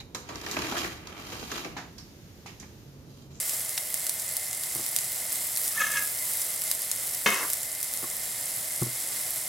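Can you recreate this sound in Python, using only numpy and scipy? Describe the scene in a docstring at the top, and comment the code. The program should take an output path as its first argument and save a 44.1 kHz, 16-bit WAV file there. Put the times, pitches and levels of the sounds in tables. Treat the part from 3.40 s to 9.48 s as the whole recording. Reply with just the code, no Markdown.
"""A small kitchen, a stereo pair just above the stove, where pancake batter fries in oiled pans on a gas hob.
Close up and a touch to the right, countless steam bubbles burst in the oil, small spits scatter and a
few snap loudly. The gas flames rush underneath. A touch to the left, a ladle ticks, scrapes and knocks
in the steel batter bowl, one knock sets the bowl sliding, and things bump softly on the worktop."""
import sys
import numpy as np
from scipy import signal
from scipy.fft import rfft, irfft
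from scipy.io import wavfile
from scipy.ndimage import uniform_filter1d

SR = 44100
rng = np.random.default_rng(int(sys.argv[2]) if len(sys.argv) > 2 else 0)


def wav_out(sig):
    """Save sig, one row per channel (or a flat mono array), as 16-bit PCM at SR to the path in sys.argv[1]."""
    wavfile.write(sys.argv[1], SR, np.round(np.clip(np.atleast_2d(sig).T, -1, 1) * 32767).astype(np.int16))


N = 268128
T = np.arange(N) / SR
ROOM_T60_S = 0.29

# how hard the pans fry: (time [s], level [dB], finest spray [dB])
FRYING_HEAT = [(0.0, -30.5, -3), (0.38, -34, 1.5), (0.84, -33.5, -2), (2.02, -32, 0), (2.25, -32, 1),
               (3.24, -32, -0.5), (4.09, -33, 1), (4.35, -33.5, 0), (5.7, -32, -2)]
# modes of the steel bowl, damped by batter: (frequency [Hz], t60 [s], struck [dB], rubbed [dB])
BOWL_MODES = [(205, 0.067, -3, -47), (388, 0.33, -14, -31), (437, 0.088, -5, -42), (543, 0.14, -10, -16),
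              (690, 0.12, -11, -43), (948, 0.52, -12.5, -17), (1093, 0.34, -8, -14), (1170, 0.18, -3.5, -9),
              (1267, 0.092, -6, -1), (1671, 0.37, -6, -6), (1720, 0.12, 1.5, 1.5), (2147, 0.15, 3.5, -3.5),
              (2210, 0.17, -5, -19), (2555, 0.063, 5, -5), (2775, 0.048, 1, -8.5), (3080, 0.14, 0.5, -11),
              (3304, 0.12, -10, -11), (3470, 0.15, -15, -29), (3650, 0.073, -2, -13.5),
              (5450, 0.27, -10, -13), (6240, 0.012, -16, -5), (6700, 0.018, -16, -7)]
# colour of steel rubbing and striking: (frequency [Hz], gain [dB])
STEEL_COLOUR = [(80, -37), (200, 6), (450, -7.5), (800, -1), (1100, 4), (1700, -9), (2350, -11),
                (2700, -11.5), (3400, 2), (4500, -2), (6500, -18), (8000, -85), (15000, -58)]


def undb(db):
    """Decibels to gain."""
    return 10 ** (np.asarray(db) / 20)


def level(x, db):
    """Scale to an rms level."""
    return x * undb(db) / np.sqrt(np.mean(x ** 2))


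def curves(table):
    """The columns of a table of time rows, for every sample."""
    times, *columns = np.transpose(table)
    return [np.interp(T, times, column) for column in columns]


def fade(t60, size=16384):
    """Exponential decay, 60 dB down after t60 seconds."""
    return np.exp(-np.log(1000) * T[:size] / t60)


def add(out, s, x):
    """Mix x into out, starting at s seconds."""
    i = int(s * SR)
    out[..., i:i + x.shape[-1]] += x[..., :N - i]


def convolve(x, response):
    """Pass a sound through a response, keeping its length."""
    return signal.fftconvolve(np.atleast_2d(x), np.atleast_2d(response), axes=-1)[:, :x.shape[-1]]


def colour(x, points, size=4096):
    """Causal filter with the spectrum of (frequency [Hz], gain [dB]) points."""
    hz, db = np.transpose(points)
    bins_hz = np.fft.rfftfreq(size, 1 / SR)
    gain = undb(np.interp(np.log(bins_hz + 1), np.log(hz), db))
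    # folding the cepstrum gives minimum phase
    cepstrum = irfft(np.log(gain))
    cepstrum[1:size // 2] *= 2
    cepstrum[size // 2 + 1:] = 0
    return convolve(x, irfft(np.exp(rfft(cepstrum))))


def band(x, hz, width):
    """One resonance, gain 1 at its centre."""
    return signal.lfilter(*signal.iirpeak(hz, hz / width, fs=SR), x)


def low_cut(x, hz, order=2):
    """Roll off the bass below hz."""
    return signal.sosfilt(signal.butter(order, hz, "high", fs=SR, output="sos"), x)


def walk(rate):
    """Random drift with an rms of 1, taking rate steps a second."""
    hold = int(SR / rate)
    steps = np.repeat(rng.standard_normal(N // hold + 1), hold)
    return level(uniform_filter1d(uniform_filter1d(steps, hold), hold)[:N], 0)


def clicks(rate, spread_db):
    """Clicks at random moments: many small ones, a few large."""
    fires = rng.random(N) < rate / SR
    return fires * undb(spread_db * rng.standard_normal(N)) * rng.choice([-1, 1], N)


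def mic_path(near_db, near_t60, room_db, size=16384):
    """From one spot to both microphones: direct sound, scatter off pan and tiles, then the kitchen."""
    near = level(fade(near_t60, size) * (T[:size] > .0002), near_db)
    room = level(fade(ROOM_T60_S, size) * (T[:size] > .004), room_db)
    mid, side = rng.standard_normal((2, size)) * np.hypot(near, room) / np.sqrt(2 * size)
    side = low_cut(side, 350, order=1)  # long waves reach both microphones alike
    path = np.array([mid + side, mid - side])
    path[:, 0] += 1  # direct sound
    return path / np.sqrt(np.sum(path ** 2) / 2)


def pan(x, db):
    """Place a sound by its left-minus-right level."""
    return x * undb(np.array([[db], [-db]]) / 2)


def sizzle(spots=8):
    """Tiny steam bubbles burst at spots around the batter; each spot flares and calms on its own."""
    # colour of the bursting bubbles: (frequency [Hz], gain [dB])
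    fizz_colour = [(300, -15), (1200, -12.5), (2700, -14), (4000, -8), (4550, -9.5), (5400, -5),
                   (6300, -8.5), (7300, -2.5), (8500, -1.5), (10400, 0.5), (12000, -0.5), (14000, -5),
                   (16000, -10)]
    heat_db, spray_db = curves(FRYING_HEAT)
    out = 0
    for _ in range(spots):
        fine = clicks(rate=1400, spread_db=2.5) * undb(1.97 * walk(18))
        # larger bubbles crackle, each spot with a pitch of its own
        hz = rng.uniform(4200, 15500)
        crackle = undb(18) * band(clicks(rate=12, spread_db=4), hz, 0.29 * hz)
        out = out + convolve(fine + crackle, mic_path(near_db=-5.5, near_t60=0.029, room_db=-16))
    ring = undb(-2.5) * band(out, hz=7650, width=130)
    out = colour(out + ring, fizz_colour)
    # the finest spray comes and goes on its own
    spray = signal.sosfiltfilt(signal.butter(2, 11500, "high", fs=SR, output="sos"), out)
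    out = out + spray * (undb(spray_db + 1.03 * walk(8.3)) - 1)
    return level(out, 1) * undb(heat_db)


def burners():
    """Gas flames rush and sing in the burners' resonances, nearly alike at both microphones."""
    # rush of the flames: (frequency [Hz], gain [dB])
    flame_colour = [(20, -32), (40, -3), (70, -2), (170, -6), (300, -1), (900, -4), (1200, -11),
                    (1500, -3.5), (2600, -4), (6000, -15.5)]
    # resonances of the burners: (frequency [Hz], width [Hz], level [dB])
    resonances = [(131, 102, -62), (533, 165, -63), (629, 113, -58), (730, 63, -62.5), (1859, 260, -56.5),
                  (2054, 200, -51.5)]
    gas = rng.standard_normal(N) + undb(-13) * rng.standard_normal((2, N))
    out = level(colour(gas, flame_colour), -49.5)
    for hz, width, db in resonances:
        singing = band(band(gas, hz, width), hz, width)
        out += level(singing, db) * undb(1.1 * walk(14))
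    return out


def spit(db, hz, pop_db, size=2048):
    """A larger bubble snaps in about one cycle over its cavity's lower pop; the pan wall echoes it."""
    # colour of a spit: (frequency [Hz], gain [dB])
    snap_colour = [(200, -14), (1500, 6), (2500, 0), (4000, 2), (7000, 4), (10000, 6.5), (14000, 5),
                   (16000, 3)]
    burst = signal.unit_impulse(size)
    pop = undb(pop_db) * band(burst, 0.5 * hz, 0.27 * hz)
    snap = colour(band(burst, hz, 0.59 * hz) + pop, snap_colour, size)
    snap = snap / np.abs(snap).max()
    wall_lag = int(rng.uniform(.0002, .0009) * SR)
    snap = snap + undb(-8) * np.roll(snap, wall_lag)
    path = mic_path(near_db=-3.5, near_t60=0.053, room_db=-10.5, size=8192)
    return convolve(path, snap) * undb(db + 2.5)


def spatter():
    """Lesser spits of random size and pitch, crowding together where the frying is hardest."""
    mean_per_s, doubling_db = 9, 2  # the rate doubles with each such rise in the frying level
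    typical_db, spread_db = -13.5, 1.6
    typical_hz, spread_octaves = 10900, 0.24
    sets_at_s, calming_db_per_s = 3.8, 2  # the spits weaken as the batter sets
    heat_db, _ = curves(FRYING_HEAT)
    activity = np.cumsum(2 ** (heat_db / doubling_db))
    out = np.zeros((2, N))
    for _ in range(int(mean_per_s * N / SR)):
        s = np.interp(rng.random() * activity[-1], activity, T)
        strength, pitch = np.clip(rng.standard_normal(2), -2, 2)
        db = typical_db + spread_db * strength - calming_db_per_s * max(s - sets_at_s, 0)
        hz = typical_hz * 2 ** (spread_octaves * pitch)
        add(out, s, spit(db, hz, pop_db=-19))
    return out


def ladle_tick():
    """The ladle makes one brief, dead metallic contact."""
    # the light touch: (time [s], peak at the source [dB])
    touches = [(.3777, -10.5)]
    # its colour: (frequency [Hz], gain [dB])
    tick_colour = [(300, -20), (1000, 0), (2300, 2), (3300, 10), (8000, 0), (12000, 2.5), (15000, -21)]
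    out = np.zeros((1, N))
    for s, db in touches:
        tick = colour(rng.standard_normal(16384) * fade(t60=0.016), tick_colour)
        add(out, s, tick / np.abs(tick).max() * undb(db))
    return convolve(out, mic_path(near_db=-9, near_t60=.02, room_db=-12))


def loud_spits():
    """The few spits of oil that stand out from the sizzle, right under the microphones."""
    # (time [s], relative level [dB], pitch [Hz], gain of the low pop [dB])
    snaps = [(0.5426, -4, 9900, -28), (0.6675, -7.5, 9170, -7), (0.6951, -4, 9800, -11),
             (0.968, -4.5, 10700, -19), (1.1308, -13.5, 7800, -12), (1.2361, -11, 9540, -4),
             (1.351, -8, 12000, -16), (1.4642, -9, 10400, -6), (1.5634, -1.5, 9540, -4.5),
             (1.5876, -8, 7280, -9), (1.922, -12.5, 8290, -10), (2.1731, -5.5, 10300, -7),
             (2.2788, -6, 12900, -9), (3.2192, -8, 11300, -4), (3.3144, -2, 10100, -5),
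             (3.515, -4.5, 8260, -24), (4.1016, -5.5, 11300, -16), (4.1338, -4.5, 10300, -17),
             (4.232, -10.5, 8900, -20), (4.4297, -7, 9460, -23), (4.538, -8, 11800, -18)]
    out = np.zeros((2, N))
    for s, db, hz, pop_db in snaps:
        add(out, s, spit(db, hz, pop_db))
    return out


def worktop_bumps():
    """Dull thuds in the worktop; lighter things excite its higher modes."""
    # thuds: (time [s], level [dB], tilt [dB per octave])
    thuds = [(1.356, -49, 8), (1.381, -56, 9), (1.393, -47.5, 7), (3.861, -55, 14), (4.629, -44, 6.5),
             (4.64, -60, 13.5), (5.416, -25, -3), (5.4213, -30, 4.5), (5.464, -40.5, 4.5)]
    # modes of the worktop: (frequency [Hz], t60 [s], gain [dB])
    modes = [(124, 0.2, 5), (212, 0.1, -7), (251, 0.073, -5.5), (344, 0.066, -1.5), (468, 0.032, -8),
             (810, 0.019, -11), (1084, 0.074, -21.5), (1240, 0.011, -13.5)]
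    lowest_hz = modes[0][0]
    out = np.zeros(N)
    for s, db, tilt_db in thuds:
        for k, (hz, t60, mode_db) in enumerate(modes):
            gain = undb(db + mode_db + tilt_db * np.log2(hz / lowest_hz))
            # neighbouring modes push the air in opposite directions
            add(out, s, (-1) ** k * gain * fade(t60) * np.sin(2 * np.pi * hz * T[:16384]))
    out = low_cut(out, 75)  # a board radiates little below its lowest mode
    return convolve(out, mic_path(near_db=-12, near_t60=.03, room_db=-13))


def scrape_pressure(start_s, end_s):
    """The ladle bears on, drags and lifts off, with a brief swell wherever it catches."""
    # the ladle catches and rasps harder: (time [s], extra level [dB])
    catches = [(2.414, 9), (2.45, 1.5), (2.57, 5)]
    hold_db, attack_db_per_s, release_db_per_s, catch_s = -32, 330, 270, 0.015
    attack_db = attack_db_per_s * np.maximum(start_s - T, 0)
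    release_db = release_db_per_s * np.maximum(T - end_s, 0)
    catch_db = sum(extra_db * np.exp(-((T - s) / catch_s) ** 2) for s, extra_db in catches)
    return undb(hold_db - attack_db - release_db + catch_db)


def ladle_scrape():
    """Steel sticks and slips on steel, ringing the bowl and locking into a squeal at its liveliest mode."""
    start_s, end_s, damping_hz = 2.392, 2.606, 45
    squeal_hz, sag_hz_per_s = 1724, 330  # the squeal sinks as the stroke goes on
    slips = clicks(rate=1400, spread_db=3) * undb(2 * walk(130))
    ring = 0
    for hz, t60, _, rubbed_db in BOWL_MODES:
        width = damping_hz + 5 / t60
        ring = ring + level(band(band(slips, hz, width), hz, width), rubbed_db)
    dragged_s = np.clip(T, start_s, end_s) - start_s
    pitch = (squeal_hz - sag_hz_per_s * dragged_s) * (1 + 0.013 * walk(110))
    squeal = np.sin(2 * np.pi * np.cumsum(pitch) / SR) * undb(4.6 * walk(120))
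    rub = level(ring, -1.4) + level(colour(slips, STEEL_COLOUR), -16.5)
    stroke = (rub + level(squeal, -3)) * scrape_pressure(start_s, end_s)
    return convolve(stroke, mic_path(near_db=-14, near_t60=.02, room_db=-12))


def ladle_knocks():
    """Each blow gives a short clack and rings the bowl; a longer contact is duller."""
    # ladle against the bowl: (time [s], level [dB], contact time [s])
    blows = [(2.41, -55, .0004), (3.860, -14, 0.000051), (3.8655, -33, 0.00036), (3.887, -16.5, 0.00032),
             (3.921, -23.5, 0.00013)]
    out = np.zeros((1, N))
    for s, db, contact_s in blows:
        ring = sum(undb(struck_db) * fade(t60) * np.sin(2 * np.pi * (hz * T[:16384] + rng.random()))
                   for hz, t60, struck_db, _ in BOWL_MODES)
        clack = level(colour(rng.standard_normal(16384), STEEL_COLOUR), -10) * fade(t60=0.066)
        push = np.exp(-T[:256] / contact_s * 2)
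        add(out, s, undb(db) * convolve(undb(-8) * ring + clack, push / push.sum()))
    out = low_cut(out, 130)  # the bowl is too small to radiate deep bass
    return convolve(out, mic_path(near_db=-10.5, near_t60=0.015, room_db=-8.5))


def bowl_slide():
    """The knocked bowl slides grittily, gripping harder and losing its treble as it comes to rest."""
    # colour of the sliding bowl: (frequency [Hz], gain [dB])
    grit_colour = [(80, -38), (300, -9.5), (550, -10), (820, -11.5), (1050, 0), (1700, -4), (2150, 1.5),
                   (2380, -17), (2600, -2), (3050, -8), (3700, -13), (5000, -11.5), (6400, -7.5),
                   (9000, -28)]
    start_s, stop_s, brake_s = 3.862, 4.038, 0.047
    slide_db, grip_db, release_db_per_s = -31, 4, 330
    jolt_db, jolt_s = 12.5, 0.014  # extra pressure just after the knock
    age = np.maximum(T - start_s, 0)
    speed = np.clip((stop_s - T) / brake_s, 0, 1)
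    db = slide_db + jolt_db * np.exp(-age / jolt_s) + grip_db * (1 - speed)
    db -= release_db_per_s * np.maximum(T - stop_s, 0)
    grit = level(colour(clicks(rate=2500, spread_db=3), grit_colour), 0)
    dull = signal.sosfiltfilt(signal.butter(2, 1900, fs=SR, output="sos"), grit)
    slide = (dull + speed * (grit - dull)) * undb(db) * (age > 0)
    return convolve(slide, mic_path(near_db=-20, near_t60=0.068, room_db=-6))


def scene():
    """From above the stove: pans just right of centre, burners and bowl just left."""
    flames = burners()
    handling = ladle_knocks() + ladle_scrape() + bowl_slide() + worktop_bumps() + ladle_tick()
    frying = sizzle() + loud_spits() + spatter()
    return pan(frying, db=-.85) + pan(flames, db=0.8) + pan(handling, db=1.1)


def record(dry):
    """The microphones thin the deep bass, and the top is cut steeply."""
    bass_hz, top_hz = 42, 15850
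    top_cut = signal.ellip(10, .1, 80, top_hz, fs=SR, output="sos")
    return signal.sosfilt(top_cut, low_cut(dry, bass_hz))


dry = scene()
out = record(dry)
wav_out(out)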